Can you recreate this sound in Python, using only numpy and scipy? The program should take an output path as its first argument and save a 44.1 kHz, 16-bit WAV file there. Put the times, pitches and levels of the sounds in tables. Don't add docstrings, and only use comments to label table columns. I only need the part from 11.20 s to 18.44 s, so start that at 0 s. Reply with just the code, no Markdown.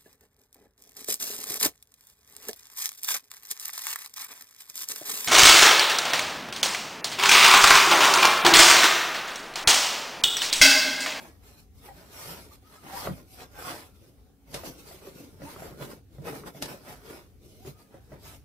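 import sys
import numpy as np
from scipy import signal
from scipy.fft import rfft, irfft, next_fast_len
from scipy.io import wavfile
from scipy.ndimage import uniform_filter1d, map_coordinates

SR = 44100
rng = np.random.default_rng(int(sys.argv[2]) if len(sys.argv) > 2 else 0)


def put_to_file(sound):
    columns = np.atleast_2d(sound).T
    safe = np.clip(columns, -1, 1)
    whole_steps = np.round(safe * 32767)
    wavfile.write(sys.argv[1], SR, whole_steps.astype(np.int16))


def ratio_of_db(decibels):
    return 10 ** (np.asarray(decibels, float) / 20)


N = 319431

# fastest moment
# in seconds, length in seconds, fibre hiss in dB, slips over hiss in dB, panel drag over hiss in dB.
WIPES = [(0.018, 0.18, -58, 6.5, 7), (0.284, 0.12, -59, 2, 0.5), (0.395, 0.088, -61.5, -5, -1.5),
         (0.6, 0.12, -65.5, -29, -8), (0.665, 0.093, -56.5, 0, -1), (0.788, 0.2, -60.5, 7, 7),
         (0.93, 0.078, -57.5, -11, -1), (1.03, 0.21, -46, 0.5, -13.5), (1.13, 0.19, -50, 0.5, -0.5),
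         (1.19, 0.048, -60, 12.5, 9), (1.27, 0.2, -70, 1, 7.5), (1.33, 0.067, -57, -1, -6),
         (1.54, .2, -61, 3, -0.5), (1.68, .1, -60.5, 13, 13), (1.785, 0.22, -46, 4, -7.5),
         (1.86, 0.055, -49, 9.5, 3), (1.99, 0.075, -62.5, 5, 13.5), (2.135, 0.12, -57.5, -22, -4),
         (2.208, 0.089, -53, 5, 1), (2.4, 0.16, -55, 8, -22), (2.487, 0.18, -46, 6, 1.5),
         (2.61, 0.12, -54.5, 4, -5)]
SCRUBS = [(3.322, 0.07, -57.5, -6.5, 9.5), (3.39, 0.17, -52, 4.5, -8), (3.468, 0.1, -47.5, -3, 3.5),
          (3.601, 0.14, -56.5, -6, 5.5), (3.698, 0.17, -54.5, -1.5, -4), (3.864, .12, -54.5, 2, 7.5),
          (3.99, 0.25, -59, -0.5, 10), (4.119, 0.17, -76, -23, 4), (4.24, 0.088, -61.5, 11, 18),
          (4.299, 0.16, -53.5, 5.5, 2.5), (4.4, .05, -62.5, 14.5, 6), (4.431, 0.16, -54, 5.5, 8),
          (4.627, .11, -51.5, 8, 13.5), (4.708, 0.085, -55, 4.5, 11), (4.951, 0.082, -65, 3.5, 13),
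          (5.02, 0.098, -73.5, -1, 26), (5.082, 0.076, -48.5, 10, 10), (5.153, 0.1, -50, 6, 11.5),
          (5.276, 0.05, -52.5, 9.5, 13.5), (5.37, 0.098, -56, 0, 8), (5.431, 0.041, -46.5, -2, 12.5),
          (5.502, 0.13, -51, 6.5, 8)]
DABS = [(2.76, 0.076, -68.5, -2, -6), (2.85, .15, -67, -5, 10), (3.0, 0.16, -75.5, 4, 13.5),
        (5.697, 0.16, -55.5, 6, 1.5), (5.899, 0.18, -53.5, 5.5, 5.5), (5.959, 0.11, -67, -3, 2),
        (6.08, 0.15, -73, 0, -1), (6.269, 0.13, -64, -12.5, 8), (6.371, 0.24, -65.5, -13, 6),
        (6.477, 0.074, -51, -3, 2.5), (6.609, 0.15, -67, 3, 4), (6.752, .12, -70.5, 12.5, 14),
        (6.85, 0.19, -71, -1, 7), (6.934, 0.088, -70, 16, 21), (7.074, 0.12, -52, -3, -5),
        (7.149, .1, -61.5, 0, 1.5)]
# frequency in Hz, level in dB per Hz.
FIBRES = [(880, -4), (1500, -5.5), (1760, -34), (2080, -2.5), (2930, -4.5), (5450, -2), (6910, -6.5),
          (13100, -4), (14900, -4.5), (15800, -48)]
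SLIPS = [(250, -23), (450, -2), (700, 1.5), (1240, -2.5), (1500, -3.5), (2400, -9), (3500, -14.5),
         (6000, -26.5)]
DRAG = [(70, -43), (140, 1.5), (210, -4.5), (280, -1.5), (420, -2.5), (600, -9), (900, -36)]
# start in seconds, level in dB, rise in seconds, t60 in seconds.
FLICKS = [
    (3.328, -40.5, 0.0069, 0.17),
    (3.341, -31.5, 0.0011, 0.098),
    (3.36, -46, .004, 0.083),
    (5.417, -36, 0.0033, 0.059),
    (5.4234, -21.5, 0.00032, 0.019),
    (5.428, -33.5, 0.0017, 0.12),
    (5.444, -45, 0.0029, 0.085),
    (5.456, -36.5, 0.0018, 0.041),
]
# frequency in Hz, level in dB per Hz.
FOLD = [(590, 0), (1000, -6), (1590, -8), (1700, -5.5), (5100, -3.5), (7120, -11.5), (9730, -8),
        (14400, -15.5), (15800, -42)]
# start and end in seconds, first and last pitch in Hz, level in dB.
SQUEAKS = [
    (0.671, 0.732, 800, 810, -55),
    (1.301, 1.364, 1197, 1190, -67),
    (1.429, 1.656, 1240, 1232, -62),
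    (1.722, 1.764, 754, 840, -37),
    (1.753, 1.814, 941, 910, -43),
    (2.429, 2.513, 1055, 1084, -45.5),
    (4.25, 4.301, 855, 958, -48.5),
    (6.39, 6.451, 645, 806, -60),
    (6.5, 6.7, 1240, 1240, -66.5),
]
# time in seconds, peak in dB, thud in dB, ring in Hz.
KNOCKS = [(0.686, -35.5, -24, 800), (1.729, -34, -8, 800), (1.852, -29, -6, 677), (1.882, -30.5, 5, 362),
          (1.894, -31, 0, 345), (3.344, -26, -42, 512), (3.351, -32, -10, 574), (3.434, -31, -25, 663),
          (3.709, -40, -30, 680), (3.741, -40.5, -7, 372), (3.817, -42, -18, 402), (3.844, -46, -7, 460),
          (3.869, -33, -32, 388), (4.217, -33, -9, 564), (4.42, -31, -32, 662), (4.509, -41, 1, 373),
          (4.608, -30, -30, 563), (4.982, -37, 3.5, 487), (5.094, -31.5, -16, 420),
          (5.346, -39.5, 0.5, 650), (5.432, -40, -18, 338), (5.446, -39, -27, 410), (5.677, -41.5, -1, 630),
          (6.448, -37, -2, 380), (6.474, -37, -5.5, 376), (6.741, -37.5, -8, 535),
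          (6.918, -34.5, -4.5, 610)]
# time in seconds, peak in dB, thud in dB, ring in Hz.
TICKS = [
    (1.145, -42, -32, 385),
    (1.871, -17.5, -22, 590),
    (2.404, -47, -29, 806),
    (2.479, -31, -28, 1090),
    (4.361, -31, -17, 406),
    (5.077, -30.5, -27, 930),
    (5.235, -32.5, -19, 413),
    (5.275, -37, -26, 352),
    (5.422, -40, -11, 397),
    (5.458, -45, -23, 514),
]
# frequency in Hz, level in dB, t60 in seconds.
COUNTER = [(405, -2, 0.017), (554, 1.5, 0.066), (713, -2.5, 0.054), (967, -10, 0.16), (1240, -6.5, 0.15),
           (1850, -12, 0.054), (1914, 4.5, 0.043)]
PANEL = [(141.3, 0, 0.27), (185, 2, 0.072), (273, -12.5, 0.13)]
# frequency in Hz, t60 in seconds.
TILES = [(150, 0.2), (1000, 0.14), (4000, 0.071), (12000, 0.056)]
# frequency in Hz, correlation from -1 to 1.
ALIKE = [(60, 0.76), (150, 0.78), (380, 0.72), (950, 0.38), (2380, 0.08), (5980, -0.02), (15000, 0.01)]
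# time in seconds, rumble in dB.
STREET = [(0.0, -70), (0.12, -56), (1.35, -57), (1.53, -63), (1.93, -50.5), (2.06, -58.5), (2.52, -55.5),
          (3.25, -63), (3.39, -56), (3.75, -59), (4.36, -53), (4.9, -57.5), (4.98, -49), (5.3, -61.5),
          (6.53, -52.5), (6.66, -61.5), (7.02, -51.5), (7.24, -51.5)]
# frequency in Hz, level in dB per Hz.
RUMBLE = [(12, -64), (20, -35), (54, -0.5), (92, -3.5), (140, -12.5), (180, -34), (310, -120)]
AIR = [(71, -47), (120, -16), (193, -0.5), (241, -7), (279, 0.5), (333, -16), (416, -7), (750, -35),
       (980, -67), (1650, -120)]
HUSH = [(440, -41), (750, 4), (980, -14), (1060, -9.5), (6230, -14.5), (7450, -16.5), (8900, -16),
        (15800, -14)]

WIPE_RISE, SCRUB_RISE, DAB_RISE = 0.43, 0.38, 0.41
EDGE_DB, TAPER = 10, 1.385
SLIP_LINGER, DRAG_LINGER = 0.97, 1.28
SLIP_HZ, OCTAVES_PER_DB, SLOWEST_HZ = 737, -1.74, 595
KNUCKLE_TICK_DB, KNUCKLE_T60_S = -8, 0.052
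NAIL_TICK_DB, NAIL_T60_S = 3.5, 0.02
AIR_DB, HUSH_DB = -63.5, -73


def unit(x):
    return x / np.sqrt(np.mean(x ** 2) + 1e-20)


def along(points, hz):
    f, v = np.transpose(points)
    return np.interp(np.log(hz + 1), np.log(f + 1), v)


def noise():
    return rng.standard_normal((2, N))


def wobble(rate):
    knots = rng.standard_normal(int(N * 80 / SR))
    return map_coordinates(knots, [np.arange(N) * rate / SR])


def reshaped(x, gain, size=512):
    hz, t, z = signal.stft(x, SR, nperseg=size)
    return signal.istft(z * gain(hz[:, None], t), SR, nperseg=size)[1][..., :N]


def patchy(x, depth_db, size=512, bins=5, frames=10):
    def field(hz, t):
        grain = rng.standard_normal((len(hz), len(t)))
        blur = uniform_filter1d(grain, size=bins, axis=0)
        blur = uniform_filter1d(blur, size=frames, axis=1)
        return ratio_of_db(depth_db * unit(blur))
    return reshaped(x, field, size=size)


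def spread(pair, spectrum):
    m = next_fast_len(N + 8192)
    hz = np.fft.rfftfreq(m, 1 / SR)
    turn = np.arccos(np.clip(along(ALIKE, hz), -1, 1)) / 2
    colour = ratio_of_db(along(spectrum, hz))
    mid, side = irfft(rfft(pair, m) * colour * [np.cos(turn), np.sin(turn)], m)[:, :N]
    return unit(np.array([mid + side, mid - side]))


def rag():
    hiss_db, slip_db, drag_db, pitch_hz = strokes()
    grip = wobble(25)
    fibres = jerks(1500, spread_db=4.0, smooth=1.6) * ratio_of_db(0.89 * wobble(70))
    hiss = spread(patchy(fibres, depth_db=2.5), FIBRES)
    even = np.clip((pitch_hz - 600) / 150, 0.8, 1.5)

    def squeak(hz, t):
        at = (t * SR).astype(int).clip(0, N - 1)
        bumps = sum(np.exp(-((hz - k * pitch_hz[at]) / 70) ** 2) * 0.63 ** k for k in (1, 2, 3))
        return (1 + even[at] * bumps) / np.sqrt(1 + 0.043 * even[at] ** 2)

    slips = spread(reshaped(jerks(400, spread_db=0.5, smooth=1.0), squeak, size=1024), SLIPS)
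    drag = spread(jerks(120, spread_db=3.0, smooth=1.16), DRAG)
    rub = hiss * ratio_of_db(4.0 + 0.89 * grip)
    rub = rub + slips * ratio_of_db(slip_db - 0.4 + 1.6 * grip)
    rub = rub + drag * ratio_of_db(drag_db - 0.9 + 1.0 * grip)
    return ratio_of_db(hiss_db - 1.06) * patchy(rub, depth_db=3.5, size=2048, bins=2, frames=4)


def strokes():
    t = np.arange(0, N + 64, 64) / SR
    power = np.full((3, 1), 1e-11)
    linger = [[1], [SLIP_LINGER], [DRAG_LINGER]]
    for rows, rise in ((WIPES, WIPE_RISE), (SCRUBS, SCRUB_RISE), (DABS, DAB_RISE)):
        for s, length, level_db, slip_db, drag_db in rows:
            reach = np.where(t < s, (s - t) / rise, (t - s) / (1 - rise)) / length
            fade_db = EDGE_DB * (reach / linger) ** TAPER
            power = power + ratio_of_db(level_db + np.c_[[0, slip_db, drag_db]] - fade_db) ** 2
    hiss_db, slip_db, drag_db = [np.interp(np.arange(N) / SR, t, 10 * np.log10(p)) for p in power]
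    pitch_hz = np.maximum(SLIP_HZ * 2 ** (OCTAVES_PER_DB * (hiss_db - drag_db)), SLOWEST_HZ)
    return hiss_db, slip_db - hiss_db, drag_db - hiss_db, pitch_hz


def jerks(per_s, spread_db, smooth):
    released = rng.random(N) < per_s / SR
    size = ratio_of_db(spread_db * rng.standard_normal(N).clip(-2, 2))
    train = unit(released * size * np.sign(rng.standard_normal(N)))
    blur = rng.standard_normal(600) * ratio_of_db(-60 * np.arange(600) / SR / 0.0094)
    smeared = unit(signal.fftconvolve(train, blur)[:N])
    return np.array([train, smeared]) + smooth * noise()


def flicks():
    t = np.arange(SR // 4) / SR
    level = np.zeros(N + SR)
    for s, db, rise, t60 in FLICKS:
        level[round(s * SR):][:len(t)] += ratio_of_db(db - 60 * t / t60) * (1 - np.exp(-t / rise))
    return level[:N] * spread(noise(), FOLD)


def squeaks():
    out, waver, swell = np.zeros(N), wobble(70), wobble(110)
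    for start, end, first_hz, last_hz, db in SQUEAKS:
        part = slice(round(start * SR), round(end * SR))
        u = np.linspace(0, 1, part.stop - part.start)
        hz = (first_hz + (last_hz - first_hz) * u) * (1 + 0.035 * waver[part])
        turn = 2 * np.pi * np.cumsum(hz) / SR
        tone = np.sin(turn) + 0.12 * np.sin(2 * turn) + 0.06 * np.sin(3 * turn)
        out[part] += ratio_of_db(db + 3 + 4.5 * swell[part]) * np.sin(np.pi * u) ** 0.8 * tone
    return out


def knocks():
    out, t = np.zeros(N + SR), np.arange(SR // 4) / SR
    delay_s = 0.0018
    tick = ratio_of_db(-60 * t / 0.009) * np.sin(2 * np.pi * 1150 * t)
    kinds = ((KNOCKS, KNUCKLE_TICK_DB, KNUCKLE_T60_S), (TICKS, NAIL_TICK_DB, NAIL_T60_S))
    for rows, tick_db, t60 in kinds:
        for s, db, thud_db, hz in rows:
            spot = ratio_of_db(-60 * t / t60) * np.sin(2 * np.pi * hz * t)
            spot = spot + 0.5 * ring(COUNTER, t, hz, 0.048 / t60)
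            blow = spot * (1 - np.exp(-t / 0.00044)) + ratio_of_db(tick_db) * tick
            thud = ring(PANEL, t) * (1 - np.exp(-t / 0.0052))
            hit = blow / abs(blow).max() + ratio_of_db(thud_db + 1.0) * thud
            out[round((s + delay_s) * SR):][:len(t)] += ratio_of_db(db + 0.21 * tick_db) * hit
    return out[:N]


def ring(modes, t, near_hz=None, damping=1):
    hz, db, t60 = np.transpose(modes)[:, :, None]
    luck = rng.normal(0, 2.7, hz.shape)
    tilt = 0 if near_hz is None else -7 * abs(np.log2(hz / near_hz))
    decay = ratio_of_db(db + luck + tilt - 60 * damping * t / t60)
    return np.sum(decay * np.sin(2 * np.pi * hz * t), axis=0)


def tiles(x):
    hz, t, z = signal.stft(rng.standard_normal((2, SR // 3)), SR, nperseg=256)
    tail = signal.istft(z * ratio_of_db(-60 * t / along(TILES, hz)[:, None]), SR, nperseg=256)[1]
    late = np.pad(x, (130, 0))
    return signal.fftconvolve(late[None], tail / np.linalg.norm(tail[0]), axes=1)[:, :N]


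def kitchen():
    s, db = np.transpose(STREET)
    street_db = np.interp(np.arange(N) / SR, s, db) + 1.7 * wobble(9)
    rumble = ratio_of_db(street_db + [[0.7], [-0.7]]) * spread(noise(), RUMBLE)
    air = ratio_of_db(AIR_DB - 0.5) * spread(noise(), AIR)
    hush = ratio_of_db(HUSH_DB + 3.0) * spread(patchy(noise(), depth_db=2.0), HUSH)
    return rumble + air + hush


def scene():
    hits = knocks() + squeaks()
    return rag() + flicks() + ratio_of_db(-1.0) * hits + ratio_of_db(-6.0) * tiles(hits) + kitchen()


def top_cut(x):
    return signal.sosfilt(signal.butter(12, 16320, fs=SR, output="sos"), x)


def record(dry):
    passed = np.fft.rfftfreq(N, 1 / SR) < 15750
    kept = irfft(rfft(dry) * passed, N)
    return top_cut(kept)


dry = scene()
out = record(dry)
put_to_file(out)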